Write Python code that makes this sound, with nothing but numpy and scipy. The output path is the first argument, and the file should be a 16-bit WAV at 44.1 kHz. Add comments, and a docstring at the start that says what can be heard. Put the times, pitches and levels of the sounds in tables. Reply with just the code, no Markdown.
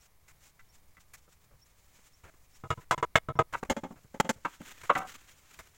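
"""Workers line the wall of an earthen dug-out with split green bamboo. First, hands and feet scuff dry
soil, a loose pole ticks and a small bird chirps far outside. From 2.6 s a slat is wedged home with quick
knocks; from 3.6 s another is tapped tight; from 4.4 s the long pole clacks and is shoved along the soil.
Each blow rings the bamboo's modes with a dense burst of reflections; a gate cuts its tail short.
Faint hiss and rumble lie under it all."""
import sys
import numpy as np
from scipy import signal
from scipy.fft import rfft, irfft
from scipy.io import wavfile
from scipy.ndimage import uniform_filter1d

SR = 44100
rng = np.random.default_rng(int(sys.argv[2]) if len(sys.argv) > 2 else 0)


def persist_wave(psi):
    """Save psi, clipped to +-1, as 16-bit WAV."""
    counts = np.round(np.clip(psi, -1, 1) * 32767).astype(np.int16)
    wavfile.write(sys.argv[1], SR, np.atleast_2d(counts).T)


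N = 254456

# borders between the five registers thud, hollow, knock, clack, crack (frequency [Hz])
REGISTER_EDGES_HZ = [300, 700, 1500, 4000]


def wedged_slat():
    """Quick knocks wedge a slat home; it rings and thuds against the wall."""
    # (time [s], length [s], level [dB], tilt [dB/register], thud [dB], favoured ring [Hz])
    knocks = [(2.636, .039, -51.5, -2, -46, 1290), (2.703, .038, -34.5, 2, -34.5, 1290),
              (2.773, .031, -57, -1.5, -46, 1000), (2.9095, .039, -29, 3.8, -41, 983),
              (2.977, .035, -45, 3.7, -45, 1000), (3.026, .025, -30, -1, -43.5, 1080),
              (3.155, .031, -22.3, 2.3, -30, 1700), (3.285, .038, -41.5, -3.5, -37, 1290),
              (3.353, .039, -56.5, -2, -43, 990), (3.389, .037, -26.5, -2.5, -32, 1240)]
    # slat resonances (frequency [Hz], level [dB])
    modes = [(92, 4), (135, 9.5), (345, -3.5), (465, 1.5), (641, 1.5), (790, -8.5), (1000, 4.5), (1130, -6),
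             (1290, 3.5), (1650, -15.5), (1850, -15.5), (2120, -5), (2410, -21), (2610, -42.5), (2890, -11),
             (3400, -13), (3670, -17.5), (6680, -18), (7550, -20.5)]
    return bamboo(gripped(knocks, firm_rise_s=.0018, t60_s=.14), modes,
                  balance_db=(-3.3, -4, -8.2, -20), spot_db=6.5, favour_db=8.5,
                  detune=.013, chatter_db=2.8, scatter_db=-4, scatter_half_s=.07,
                  damping=.06, stop_s=.0008, linger_db=-34.5, linger_t60_s=.17)


def tapped_slat():
    """A second, hollower slat is tapped tight."""
    # (time [s], length [s], level [dB], tilt [dB/register], thud [dB], favoured ring [Hz])
    taps = [(3.628, .011, -42, -3.5, -36.5, 800), (3.697, .035, -34, 1.5, -33.5, 540),
            (3.764, .037, -45.5, -1, -39.5, 540), (3.833, .081, -52, -3, -45, 760),
            (3.903, .045, -63, -5, -48.5, 905), (4.14, .046, -55.5, -2, -50, 580),
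            (4.1995, .011, -26, 1.5, -26, 860), (4.244, .04, -51, -1.5, -46, 510),
            (4.291, .024, -33.5, 3, -31.5, 540), (4.601, .045, -64, -1, -48.5, 513)]
    # slat resonances (frequency [Hz], level [dB])
    modes = [(178, -8), (228, -3), (285, -5.5), (385, -2), (535, 2.5), (625, -3), (790, 4), (875, 7),
             (1340, -3.5), (1620, -23.5), (2100, -6.5), (2950, -13.5), (3260, -9.5), (4260, -24),
             (6420, -16), (6900, -19.5), (7280, -17)]
    return bamboo(gripped(taps, firm_rise_s=.0024, t60_s=.14), modes,
                  balance_db=(-.5, 0, -3, -9), spot_db=4, favour_db=1.5,
                  detune=.026, chatter_db=3.0, scatter_db=1, scatter_half_s=.05,
                  damping=.02, stop_s=.0036, linger_db=-33.5, linger_t60_s=.34)


def loose_pole():
    """The long pole ticks and clacks, each blow with its own rise and decay."""
    # (time [s], length [s], level [dB], tilt [dB/register], thud [dB], favoured ring [Hz],
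    #  rise [s], t60 [s])
    clacks = [(.591, .024, -69, 8, -76, 1980, .0065, .19), (.968, .023, -67, 5.5, -68, 1980, .0022, .18),
              (1.277, .018, -70.5, -7, -67, 690, .0024, .23), (3.536, .022, -36.5, 1, -57, 960, .0017, .3),
              (4.447, .039, -37.5, 0, -47, 932, .008, .13), (4.893, .038, -26.3, -5, -45.5, 1150, .014, .1),
              (4.95, .011, -36, 3.3, -42.5, 1980, .004, .17),
              (4.96, .053, -38.5, -1.3, -45, 757, .0027, .47), (5.012, .058, -48, -3, -60, 757, .004, .29)]
    # pole resonances (frequency [Hz], level [dB])
    modes = [(175, -11), (307, -13), (490, -3), (571, -1.5), (757, -4.5), (964, -2), (1098, -2),
             (1215, 2.5), (1346, 4), (1530, -1), (1980, -12.5), (2230, -11.5), (2690, -15.5), (3080, -26)]
    return bamboo(clacks, modes, balance_db=(-8.5, 0, -2.5, -21), spot_db=4, favour_db=12.5,
                  detune=.0082, chatter_db=3.4, scatter_db=-1, scatter_half_s=.025,
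                  damping=.17, stop_s=.002, linger_db=-25.5, linger_t60_s=.3)


def gripped(blows, firm_rise_s, t60_s, firm_db=-30):
    """Append rise and t60: blows on a held slat share one decay; harder ones swell faster."""
    return [(s, length_s, db, *rest, firm_rise_s * undb(.3 * (firm_db - db)), t60_s)
            for s, length_s, db, *rest in blows]


def bamboo(blows, modes, balance_db, spot_db, favour_db, detune, chatter_db,
           scatter_db, scatter_half_s, size=16384, **envelope):
    """Each blow rings the modes of one piece; a dense burst of reflections fades sooner."""
    # spectrum of each knock's noisy burst (frequency [Hz], level [dB])
    burst_colour = [(40, -10), (90, -16.5), (200, -5), (500, 0.5), (1100, 6.5), (2000, -5), (3300, -14),
                    (4700, -21), (7200, -16), (9500, -30.5), (13000, -32.5), (16000, -34.5)]
    out, t = np.zeros(N), np.arange(size) / SR
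    mode_hz, mode_db = np.transpose(modes)
    for s, length_s, level_db, tilt_db, thud_db, favoured_hz, rise_s, t60_s in blows:
        # grip and strike point change the pitch and share of every mode
        shift, strength, phase = rng.standard_normal((3, len(modes)))
        hz = mode_hz * (1 + detune * shift)
        nearness = np.exp(-(np.log(mode_hz / favoured_hz) / .067) ** 2)
        gain = undb(mode_db + 2 * strength + favour_db * nearness)
        ring = unit(gain @ np.sin(2 * np.pi * (hz[:, None] * t + phase[:, None])))
        chatter = undb(chatter_db * walk(230)[:size])  # against neighbouring pieces
        scatter = colour(rng.standard_normal(size), burst_colour)
        scatter *= undb(scatter_db) / (1 + t / scatter_half_s)
        levels_db = blow_levels(level_db, tilt_db, thud_db, favoured_hz, balance_db, spot_db)
        add(out, s, burst(ring * chatter + scatter, rise_s, length_s, t60_s, levels_db, **envelope))
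    return out


def blow_levels(level_db, tilt_db, thud_db, favoured_hz, balance_db, spot_db):
    """Register levels: the wall's thud, then four that hardness tilts; the strike point lifts one."""
    step = np.arange(len(balance_db)) - 1
    struck = step + 2 == np.searchsorted(REGISTER_EDGES_HZ, favoured_hz)
    return [thud_db, *(level_db + np.array(balance_db) + tilt_db * step + spot_db * struck)]


def burst(source, rise_s, length_s, t60_s, levels_db, damping, stop_s, linger_db, linger_t60_s):
    """A sound swells, decays (treble first) and is gated short; a faint tail lingers."""
    t = np.arange(len(source)) / SR
    step = np.arange(len(levels_db))[:, None] - 1
    swell = np.sin(np.pi / 2 * np.minimum(t / max(rise_s, 1e-4), 1)) ** 2
    register_t60_s = max(t60_s, .02) * np.exp(-damping * step)
    decay = undb(-60 * t / register_t60_s)
    gate = .5 - .5 * np.tanh((t - length_s) / stop_s)
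    tail = undb(linger_db - 60 * t / linger_t60_s)
    bands = registers(source) * swell * (decay * gate + tail * (1 - gate))
    band_rms = np.sqrt(np.sum(bands ** 2, axis=1, keepdims=True) / (length_s * SR))
    return undb(levels_db) @ (bands / band_rms)


def pole_drag():
    """The pole scrapes along the soil; each shove builds until it sticks."""
    # sliding between shoves (time [s], level [dB])
    slide = [(4.35, -110), (4.46, -64.5), (4.8, -63), (5.18, -62.5), (5.42, -69), (5.77, -71)]
    # (time [s], length [s], end level [dB])
    shoves = [(4.48, .075, -56), (4.625, .1, -51), (4.755, .03, -53), (4.79, .1, -56), (4.92, .06, -53),
              (5.07, .06, -46.5), (5.135, .033, -48.5), (5.27, .03, -60), (5.47, .078, -55),
              (5.61, .07, -61)]
    # scrape spectrum (frequency [Hz], level [dB])
    scrape_colour = [(150, -9), (250, -4), (650, -11), (1250, -1.5), (1800, -1), (3300, -5), (4800, -12.5),
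                     (7000, -5.5), (9500, -17), (16000, -16.5)]
    pushes = strokes(shoves, swell_db=7, edge_s=.004)
    return friction(slide, pushes, scrape_colour, spread_db=3.0, slip_hz=88.6, slip_db=3.1)


def scuffs(size=16384):
    """Short rubs and soft bumps on soil; a sharp, dry click sounds at 3.635 s. Longer ones swell and fade
    slower."""
    # (time [s], length [s], level [dB], tilt [dB/register])
    events = [(.278, .043, -70, 4.7), (1.134, .027, -63, 6), (1.505, .055, -74, -6.5),
              (1.988, .01, -68.5, -1), (2.231, .072, -62, -2.3), (2.338, .012, -70, -4.5),
              (2.805, .04, -67, 1), (3.525, .019, -51, -1), (3.555, .033, -58, -1.5),
              (3.635, .003, -47, -1), (3.648, .014, -56, -3), (3.688, .04, -66, -12), (3.955, .04, -68, -4),
              (4.04, .033, -75, -9), (4.359, .031, -72, -8), (4.616, .0065, -55, -1),
              (4.832, .031, -54.5, .5), (4.975, .018, -51, 3.5), (5.588, .025, -53.5, .7)]
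    # gritty spectrum with a dull low end (frequency [Hz], level [dB])
    grit_colour = [(45, 8), (110, 6.5), (230, -4.5), (450, -7), (720, -4.5), (1200, 2.5), (2200, 5.5),
                   (3300, -8), (4700, -3), (7200, 4.5), (9500, -5), (16000, -6)]
    # per register, thud to crack (level [dB])
    balance_db = (0, -4, 0, 1, -3)
    out, step = np.zeros(N), np.arange(len(balance_db)) - 2
    for s, length_s, level_db, tilt_db in events:
        grains = colour(grit(size, spread_db=1.9), grit_colour)
        levels_db = level_db + np.array(balance_db) + tilt_db * step
        rise_s, t60_s = .15 * length_s, 8 * length_s
        add(out, s, burst(grains, rise_s, length_s, t60_s, levels_db,
                          damping=.02, stop_s=.0023, linger_db=-23.5, linger_t60_s=.18))
    return out


def rustle():
    """Hands and feet brush lightly over dry soil."""
    # faint rustle bed, which dips during the loud knocks (time [s], level [dB])
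    bed = [(0, -77), (1.5, -76), (1.8, -70), (2.3, -72), (2.7, -70), (3.1, -85), (3.5, -77), (3.9, -69),
           (4.1, -73), (4.45, -68), (5.77, -67)]
    # (time [s], length [s], end level [dB])
    brushes = [(0, .07, -65), (.405, .1, -63.5), (.725, .045, -62.5), (1.0, .03, -65), (1.172, .02, -62),
               (1.285, .065, -66), (1.44, .012, -64), (1.658, .015, -63), (1.925, .06, -67.5),
               (2.052, .04, -67), (2.545, .03, -63), (3.57, .03, -60), (4.31, .04, -63)]
    # brushing spectrum (frequency [Hz], level [dB])
    soil_colour = [(200, -2), (600, -4.5), (1200, 0), (2200, 1.5), (4500, -3.5), (7200, 3.5), (9500, -7.5),
                   (13000, -10), (16000, -4.5)]
    pushes = strokes(brushes, swell_db=1, edge_s=.007)
    return friction(bed, pushes, soil_colour, spread_db=2.0, slip_hz=69.6, slip_db=2.6)


def friction(bed, pushes, spectrum, spread_db, slip_hz, slip_db):
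    """Soil grains crush in uneven slips: a faint bed plus firmer pushes."""
    times_s, db = np.transpose(bed)
    bed_gain = undb(np.interp(np.arange(N) / SR, times_s, db))
    gain = np.hypot(bed_gain, pushes)
    return colour(grit(N, spread_db), spectrum) * gain * undb(slip_db * walk(slip_hz))


def strokes(rows, swell_db, edge_s):
    """Gain of rubbing strokes: each grips, grows towards its end and lets go."""
    t, gain = np.arange(N) / SR, np.zeros(N)
    for s, length_s, end_db in rows:
        grip = (np.tanh((t - s) / edge_s) - np.tanh((t - s - length_s) / edge_s)) / 2
        remaining = np.clip((s + length_s - t) / length_s, 0, 1)
        gain += grip * undb(end_db - swell_db * remaining)
    return gain


def bird(length_s=.036, start_hz=5150, mean_sweep_hz=600):
    """Thin, wavering chirps from far outside rise and level off."""
    # (time [s], level [dB])
    chirps = [(-.005, -66), (0.684, -65.5), (1.611, -60), (2.127, -64.5), (2.532, -64), (3.354, -66)]
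    out, progress = np.zeros(N), np.linspace(0, 1, int(length_s * SR))
    rise = 1 - (1 - progress) ** 1.7
    for s, db in chirps:
        hz = start_hz + mean_sweep_hz * rise * rng.uniform(.7, 1.3)
        hz *= 1 + .018 * walk(540)[:len(progress)]
        tone = np.sin(2 * np.pi * np.cumsum(hz) / SR)
        add(out, s, undb(db) * np.sin(np.pi * progress) * tone)
    return out


def air():
    """Still air: a faint hiss over a low, wavering rumble."""
    # air spectrum (frequency [Hz], level [dB])
    air_colour = [(12, -29.5), (20, -2), (83, -5), (154, -10.5), (234, -22.5), (399, -20), (1220, -21),
                  (1400, -26.5), (2320, -23), (2600, -30.5), (4810, -30), (7310, -32), (9670, -29.5),
                  (14700, -29.5), (16000, -25)]
    rumble_colour = [(10, 6), (25, -13.5), (50, -13), (78, -10), (130, -22), (300, -31.5), (1500, -82)]
    hiss = colour(rng.standard_normal(N), air_colour) * undb(-66.5 + .98 * walk(9.4))
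    rumble = colour(rng.standard_normal(N), rumble_colour) * undb(-64.3 + 3.5 * walk(2.4))
    return hiss + rumble


def registers(x):
    """Split into thud, hollow, knock, clack and crack."""
    hz = np.fft.rfftfreq(len(x), 1 / SR)
    lowpasses = [1 / (1 + (hz / edge_hz) ** 16) for edge_hz in REGISTER_EDGES_HZ]
    bandpasses = np.diff(lowpasses, axis=0, prepend=0, append=1)
    return irfft(rfft(x) * bandpasses, len(x))


def colour(x, spectrum):
    """Shape by (frequency [Hz], level [dB]) points; rms 1."""
    hz, db = np.transpose(spectrum)
    bin_hz = np.fft.rfftfreq(len(x), 1 / SR)
    gain = undb(np.interp(np.log(bin_hz + 1), np.log(hz), db))
    return unit(irfft(rfft(x) * gain, len(x)))


def grit(size, spread_db):
    """Dense tiny grains of very unequal strength."""
    return rng.standard_normal(size) * undb(spread_db * np.minimum(rng.exponential(size=size), 6))


def walk(rate_hz):
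    """Random steps, smoothed twice; rms 1."""
    hold = max(int(SR / rate_hz), 1)
    steps = np.repeat(rng.standard_normal(N // hold + 1), hold)
    return unit(uniform_filter1d(uniform_filter1d(steps, hold), hold)[:N])


def undb(db):
    """Decibels to gain."""
    return 10 ** (np.asarray(db) / 20)


def unit(x):
    """Scale to rms 1."""
    return x / np.sqrt(np.mean(x ** 2) + 1e-20)


def add(out, s, sound):
    """Mix a sound in at time s."""
    start = max(int(s * SR), 0)
    out[start:start + len(sound)] += sound[:max(N - start, 0)]


def scene():
    """All the work, heard in mono from one spot in the pit."""
    blows = wedged_slat() + tapped_slat() + loose_pole()
    handling = scuffs() + rustle() + pole_drag()
    return (blows + handling + bird() + air())[None]


def record(dry, top_hz=16100):
    """Round the hardest peaks and cut the top."""
    lowpass = signal.ellip(10, .2, 70, top_hz, fs=SR, output="sos")
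    return signal.sosfilt(lowpass, np.tanh(dry))


dry = scene()
out = record(dry)
persist_wave(out)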